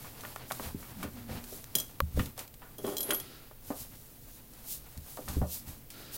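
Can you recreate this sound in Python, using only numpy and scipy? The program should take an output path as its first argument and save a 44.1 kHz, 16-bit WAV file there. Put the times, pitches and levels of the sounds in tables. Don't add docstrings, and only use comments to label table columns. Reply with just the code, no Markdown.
import sys
import numpy as np
from scipy import signal
from scipy.fft import rfft, irfft
from scipy.io import wavfile

SR = 44100
rng = np.random.default_rng(int(sys.argv[2]) if len(sys.argv) > 2 else 0)


def output_pcm(signal):
    pcm = np.clip(np.atleast_2d(signal).T, -1, 1) * 32767
    wavfile.write(sys.argv[1], SR, np.round(pcm).astype(np.int16))


N = 272097
T = np.arange(N) / SR
RING_T = T[:SR // 2]

# (frequency [Hz], relative level [dB], 60 dB decay time [s])
METAL_MODES = [(3090, -8, 0.04), (3273, -1.5, 0.05), (3380, -6, 0.023), (3348, -3, 0.032),
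               (3400, -15, 0.072), (4040, -8, 0.05), (4870, -5, 0.032), (5290, -9, 0.064),
               (5970, -9, 0.027), (6030, -7.5, 0.1), (6120, -10, 0.038), (6800, -13.5, 0.09),
               (6880, -15, 0.096), (8540, -5.5, 0.054), (8700, -6, 0.087), (10300, -11, 0.04),
               (9560, 3.5, 0.019), (12470, 4.5, 0.019), (13700, -1, 0.023), (15000, -16, .04),
               (14900, -15, .03)]


def undb(db):
    return 10 ** (np.asarray(db) / 20)


def unit(x):
    return x / np.sqrt(np.mean(x ** 2))


def colour(x, points):
    hz, db = np.transpose(points)
    f = np.maximum(np.fft.rfftfreq(len(x), 1 / SR), 1)
    gain = undb(np.interp(np.log(f), np.log(hz), db))
    return unit(irfft(rfft(x) * gain, len(x)))


def resonate(x, hz, width):
    sharpness = max(hz / width, 2.5 * hz / SR)
    b, a = signal.iirpeak(hz, sharpness, SR)
    return signal.lfilter(b, a, x)


def walk(rate):
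    knots = rng.standard_normal(N)
    return np.interp(T * rate, np.arange(N), knots)


def grains(spread_db):
    sizes = np.repeat(rng.standard_normal(N), SR // 1000)[:N]
    return rng.standard_normal(N) * undb(spread_db * sizes)


def fade(t60):
    return np.exp(-np.log(1000) * RING_T / t60)


def ring(modes):
    total = np.zeros(len(RING_T))
    for k, (hz, db, t60) in enumerate(modes):
        total += (-1) ** k * undb(db) * fade(t60) * np.sin(2 * np.pi * hz * RING_T)
    return total


def add(out, s, sound):
    start = int(s * SR)
    out[start:start + len(sound)] += sound[:N - start]


def swell(peak_s, rise_s, fall_s):
    side_s = np.where(T < peak_s, rise_s, fall_s)
    return np.exp(-np.abs((T - peak_s) / side_s) ** 1.64)


def held(rows, attack_s, t60):
    level = np.zeros(N)
    for s, length, db in rows:
        attack = np.clip((T - s) / attack_s, 0, 1)
        release = np.exp(-np.log(1000) * np.maximum(T - s - length, 0) / t60)
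        level += undb(db) * attack * release
    return level


def pen(force):
    # (frequency [Hz], width [Hz], level [dB])
    resonances = [(177, 16, -1), (230, 75, 1.5), (288, 52, 0.5), (394.3, 35, 3.5), (505, 15.3, 4.5),
                  (584.6, 63, -0.5), (746, 50, -3.5), (940, 540, -13), (1143, 194, -8), (1430, 36, -6.5),
                  (1790, 150, -8), (2263, 61, -9.5), (2980, 1300, -5.5)]
    return sum(undb(db) * resonate(force, hz, width) for hz, width, db in resonances)


def bedding(fibre_db=1.5, scuff_db=1.5, flutter_db=3, hiss_trim_db=1, stir_wander_db=3.0, stir_rate=9):
    # (frequency [Hz], level [dB])
    fibre_spectrum = [(600, -26), (1500, -24), (2500, -9.5), (4000, -2.5), (6000, -0.5), (9000, 0.5),
                      (13000, 4.5), (16000, 2.5)]
    # (frequency [Hz], level [dB])
    scuff_spectrum = [(150, -5), (400, 5), (780, 6.5), (1000, 3.5), (1250, 2), (2200, -0.5), (4500, -4),
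                      (9000, -23.5)]
    # (frequency [Hz], level [dB])
    rumble_spectrum = [(30, 0), (80, -3.5), (125, 5.5), (180, -7), (235, 1), (310, -7), (500, -23),
                       (1200, -69)]
    # (fastest moment [s], rise [s], fall [s],
    # hiss level before its trim [dB], scuff level before its flutter [dB], rumble level [dB])
    movements = [(0.04, 0.15, 0.14, -51, -53.5, -54), (0.26, 0.043, 0.13, -48.5, -52, -54),
                 (0.44, 0.074, 0.055, -68, -53.5, -58), (0.52, .04, 0.073, -45.5, -66, -60),
                 (0.645, 0.064, 0.073, -43.5, -48, -48), (0.81, 0.04, 0.088, -51, -59, -54),
                 (0.91, 0.043, 0.025, -53, -52.5, -53), (1.03, 0.093, 0.047, -51, -53.5, -45.5),
                 (1.19, 0.13, 0.096, -56.5, -59.5, -50.5), (1.331, 0.051, 0.1, -49.5, -48.5, -44),
                 (1.54, 0.09, 0.083, -46, -56, -52.5), (1.80, .1, 0.2, -54, -58, -53),
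                 (2.21, 0.057, 0.078, -45.5, -48.5, -39), (2.40, 0.023, .04, -45.5, -49, -54),
                 (2.89, 0.057, 0.079, -45, -63, -59), (3.12, 0.07, 0.079, -46.5, -46, -55),
                 (3.42, 0.31, 0.31, -65.5, -77, -70), (3.69, 0.046, 0.04, -48, -56.5, -61),
                 (3.81, 0.064, 0.046, -43, -58.5, -55), (3.98, 0.22, 0.32, -56.5, -74, -75),
                 (4.37, 0.14, 0.027, -54.5, -73, -64), (4.6, 0.12, 0.12, -57.5, -61, -64),
                 (4.92, 0.15, 0.14, -57, -60.5, -66), (4.724, 0.053, 0.046, -37.5, -64, -70),
                 (5.11, 0.073, 0.15, -48, -65.5, -72), (5.31, 0.058, 0.12, -46, -54, -44.5),
                 (5.539, .05, 0.053, -37.5, -64, -59.5), (5.685, 0.019, 0.053, -46.5, -54.5, -49.5),
                 (6.03, 0.16, .12, -59, -67, -68), (6.158, .028, 0.0081, -37.5, -57, -63)]
    stir = undb([-59.5, -65, -58.5])
    power = np.outer(stir, undb(stir_wander_db * walk(stir_rate))) ** 2
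    for s, rise, fall, *levels_db in movements:
        power = power + np.outer(undb(levels_db), swell(s, rise, fall)) ** 2
    slide, scuff, rumble = np.sqrt(power)
    hiss = colour(grains(fibre_db), fibre_spectrum) * slide * undb(hiss_trim_db)
    rub = colour(grains(scuff_db), scuff_spectrum) * scuff * undb(flutter_db * walk(40))
    weight = colour(rng.standard_normal(N), rumble_spectrum) * rumble
    return hiss + rub + weight


def knocks(breadth=1.11, onset_s=0.001, strike=0.5, direct_db=-18, padding=3.3):
    # (time [s], level [dB], centre frequency
    # [Hz], 60 dB decay of the force [s])
    blows = [(0.045, -47, 1090, 0.11), (0.236, -39.5, 905, 0.054), (0.25, -35.5, 1140, 0.03),
             (.361, -30.5, 1290, 0.015), (0.504, -35.5, 1400, 0.0098), (0.51, -24.5, 875, 0.015),
             (0.519, -31.5, 970, 0.028), (.597, -31, 720, 0.032), (0.599, -37.5, 199, 0.039),
             (0.745, -26.5, 199, 0.022), (.828, -52.5, 1340, 0.44), (1.029, -38.5, 1180, 0.18),
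             (1.038, -36, 350, 0.15), (1.293, -44.5, 520, 0.37), (1.524, -40.5, 418, 0.065),
             (1.753, -38.5, 225, 0.051), (2.174, -25, 260, 0.037), (2.195, -29.5, 1520, 0.065),
             (2.200, -30.5, 260, 0.093), (2.379, -44.5, 840, 0.16), (2.620, -50.5, 1140, 0.35),
             (2.845, -34.5, 280, 0.23), (2.876, -39, 840, 0.14), (3.106, -25.5, 1830, 0.034),
             (3.122, -36.5, 1270, 0.14), (3.512, -44, 900, 0.025), (3.703, -29, 235, 0.082),
             (3.7041, -36.5, 700, 0.22), (5.173, -39, 780, 0.076), (5.190, -37.5, 433, 0.088),
             (5.28, -40, 1040, 0.13), (5.364, -28.5, 237, 0.051), (5.416, -32, 596, 0.16)]
    out = np.zeros(N)
    for s, db, hz, t60 in blows:
        crumple = rng.standard_normal(len(RING_T)) * fade(t60)
        force = crumple / np.linalg.norm(crumple) + signal.unit_impulse(len(RING_T)) * strike
        blow = pen(force) + undb(direct_db) * force
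        for _ in range(2):
            blow = resonate(blow, hz, breadth * hz)
        blow = signal.lfilter(*signal.butter(2, padding * hz, fs=SR), blow)
        size = np.linalg.norm(fade(t60 + onset_s)) / np.linalg.norm(blow)
        add(out, s, undb(db) * blow * size)
    return out


def thuds():
    # (time [s], peak level [dB], contact time [s])
    drops = [(.658, -34, 0.0028), (0.744, -37.5, 0.0018), (1.043, -36, 0.0014), (1.309, -34, 0.0015),
             (2.019, -24, 0.0045), (2.143, -27, 0.0062), (2.175, -19, 0.0015), (2.184, -32, 0.0047),
             (2.193, -20, 0.0045), (3.80, -47.5, 0.0062), (4.968, -35.5, 0.0031), (5.286, -32, 0.0037),
             (5.364, -22.5, 0.0057), (5.393, -30, 0.0058), (5.413, -19.5, 0.0012), (5.672, -39.5, 0.0028)]
    # (frequency [Hz], relative level [dB], 60 dB decay time [s])
    floor_modes = [(35, -41, 0.14), (75.9, 1.5, 0.26), (99.4, -9, 0.16), (129.3, -2, 0.13),
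                   (179.8, -7, 0.25), (207, 0, 0.047), (266, -7, 0.082)]
    out, floor = np.zeros(N), ring(floor_modes)
    for s, db, contact in drops:
        push = np.sin(np.pi * RING_T[RING_T < contact] / contact)
        thud = signal.fftconvolve(floor, push)
        add(out, s, undb(db) * thud / np.abs(thud).max())
    return out


def ticks(centre_hz=8500, width_hz=16000, snap=0.098):
    # (time [s], level at the start [dB], 60 dB
    # decay time of the crackle [s])
    snags = [(0.069, -38.5, 0.013), (0.208, -37.5, 0.043), (0.36, -31.5, 0.016), (.511, -40, 0.011),
             (0.519, -26, 0.039), (1.03, -33.5, 0.08), (1.44, -34, 0.037), (1.642, -32.5, 0.013),
             (2.003, -30, 0.009), (2.192, -33.5, 0.034), (2.259, -36.5, .04), (2.378, -38, 0.051),
             (2.392, -30, 0.051), (2.478, -39, 0.022), (2.541, -41.5, 0.03), (4.536, -48, 0.062),
             (4.976, -38, 0.025), (5.171, -39.5, 0.027), (5.285, -33.5, 0.14), (5.903, -40.5, 0.17)]
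    out = np.zeros(N)
    for s, db, t60 in snags:
        shape = (fade(t60) + fade(snap * t60)) / 2
        crackle = unit(resonate(rng.standard_normal(len(RING_T)), centre_hz, width_hz))
        add(out, s, undb(db) * shape * crackle)
    return out


def clinks(clash_t60=0.052, crack_db=3, crack_t60=0.0079, body_db=-12, scatter_db=2, case_db=-25,
           favour_db=6, favour_octaves=0.14):
    # (time [s], strength of the contact [dB], lower ring level [dB],
    # upper ring level [dB], mode favoured by the point of contact [Hz])
    contacts = [(1.7527, -14, -33.5, -30, 6640), (1.785, -24.5, -60, -54, 3320),
                (1.8, -25.5, -60, -48, 6050), (1.804, -37, -63, -57, 6050), (2.783, -38.5, -51, -56, 12600),
                (2.866, -37, -46, -58, 3300), (2.968, -24, -51, -47, 4036), (2.982, -26.5, -54, -37, 4036),
                (3.006, -25.5, -45, -29, 4000), (3.03, -30, -33.5, -32, 4036), (3.09, -53, -38, -61, 5400),
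                (3.107, -20.5, -36, -57, 3340), (3.133, -49, -30, -27, 9700), (3.146, -29, -40, -52, 3300),
                (3.2, -32, -43, -55, 3370)]
    # (frequency [Hz], relative level [dB], 60 dB decay time [s])
    long_rings = [(10664, 0, .2), (11770, 0, .18)]
    clash_spectrum = [(300, -19), (2000, -23), (3000, -6.5), (7000, 17.0), (11000, 6), (15000, 20.5)]
    out = np.zeros(N)
    shape = fade(clash_t60) + undb(crack_db) * fade(crack_t60)
    hz, base_db, t60 = np.transpose(METAL_MODES)
    for s, db, *rings_db, favoured_hz in contacts:
        clash = colour(rng.standard_normal(len(RING_T)), clash_spectrum) * shape / 2
        nearness = np.exp(-(np.log2(hz / favoured_hz) / favour_octaves) ** 2)
        mode_db = base_db + favour_db * nearness + scatter_db * rng.standard_normal(len(hz))
        clang = ring(zip(hz, mode_db, t60))
        thin = sum(undb(ring_db) * ring([mode]) for ring_db, mode in zip(rings_db, long_rings))
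        answer = colour(pen(rng.standard_normal(len(RING_T))), [(400, -1), (3000, -3)]) * fade(0.17)
        contact = clash + undb(body_db) * clang + undb(case_db) * answer
        add(out, s, undb(db) * contact + thin)
    return out


def drag(slip_hz=197, jitter=0.11, slip_db=3, grit_db=-3, buzz_db=-18):
    # (start [s], length [s], level of the judder [dB])
    pulls = [(2.78, 0.015, -45), (2.838, 0.047, -34.5), (2.915, 0.029, -40.5), (2.99, 0.097, -49),
             (3.086, 0.043, -37)]
    turns = np.floor(np.cumsum(slip_hz * (1 + jitter * walk(150))) / SR)
    slips = np.diff(turns, prepend=0) * undb(slip_db * rng.standard_normal(N))
    force = unit(slips) + undb(grit_db) * rng.standard_normal(N)
    judder_spectrum = [(180, -17.5), (300, 2.5), (600, -2.5), (1000, -9), (2000, -16.5), (5000, -32)]
    judder = colour(pen(force), judder_spectrum)
    rattle = signal.fftconvolve(force, ring(METAL_MODES))[:N]
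    buzz = colour(rattle, [(3300, 4), (6000, -18), (15000, -12)])
    return (judder + undb(buzz_db) * buzz) * held(pulls, attack_s=0.0083, t60=0.22)


def tap():
    # (time [s], peak level [dB])
    s, db = (2.004, -13)
    # (frequency [Hz], relative level [dB], 60 dB decay time [s])
    modes = [(550, -3.5, 0.033), (1130, -24, 0.021), (1123, 8, 0.015), (1690, 7, 0.004),
             (2280, 0.5, 0.0072), (4000, 8.5, 0.00081), (8800, -13, 0.00095), (13800, 2.5, 0.0039)]
    out, knock = np.zeros(N), ring(modes)
    add(out, s, undb(db) * knock / np.abs(knock).max())
    return out


def groan(waver=0.064, flutter_db=3):
    # (time [s], pitch before waver [Hz], level before flutter [dB])
    path = [(.88, 254.8, -68), (.93, 236.3, -49.5), (1.0, 188, -42.5), (1.07, 177, -51), (1.12, 249.4, -51),
            (1.265, 226.6, -45), (1.35, 243.2, -49.5), (1.56, 233, -71)]
    s, hz, db = np.transpose(path)
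    pitch = np.interp(T, s, hz) * (1 + waver * walk(59.7))
    size = np.interp(T, s, undb(db), left=0, right=0) * undb(flutter_db * walk(50.6))
    return size * np.sin(2 * np.pi * np.cumsum(pitch) / SR)


def wash():
    # (start [s], length [s], level [dB])
    spells = [(3.17, 0.18, -54.5), (5.91, .26, -53.5)]
    # (frequency [Hz], level [dB])
    hiss_spectrum = [(120, -31), (300, 3), (600, -3.5), (930, -15.5), (1400, -5), (2100, -9), (4300, -7),
                     (7500, -19.5), (15000, -39)]
    # (frequency [Hz], width [Hz], level before the spectrum is applied [dB])
    tones = [(1345, 43, 4), (3800, 49, 0), (4440, 34, -1), (4970, 72, 4)]
    noise = rng.standard_normal(N)
    toned = noise + sum(undb(db) * resonate(noise, hz, width) for hz, width, db in tones)
    return colour(toned, hiss_spectrum) * held(spells, attack_s=0.035, t60=0.72)


def reverberate(x, t60=0.28, wet_db=-14, gap_s=0.0088):
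    tail = rng.standard_normal(len(RING_T)) * fade(t60) * (RING_T > gap_s)
    tail = tail / np.sqrt(np.sum(tail ** 2))
    return x + undb(wet_db) * signal.fftconvolve(x, tail)[:N]


def room(level_db=-53):
    # (frequency [Hz], level [dB])
    room_spectrum = [(15, -4), (35, -0.5), (55, -11.5), (120, -7), (200, -21.5), (500, -20.5), (1000, -35),
                     (3000, -35.5), (7000, -46), (11000, -32), (15000, -24)]
    return colour(rng.standard_normal(N), room_spectrum) * undb(level_db)


def scene():
    quiet = room()
    contacts = reverberate(knocks() + ticks() + clinks())
    mix = contacts + bedding() + drag() + thuds() + tap() + groan() + wash() + quiet
    return mix[None]


def record(dry, top_hz=15900):
    low_pass = signal.ellip(10, 0.2, 70, top_hz, fs=SR, output="sos")
    return signal.sosfilt(low_pass, dry)


dry = scene()
out = record(dry)
output_pcm(out)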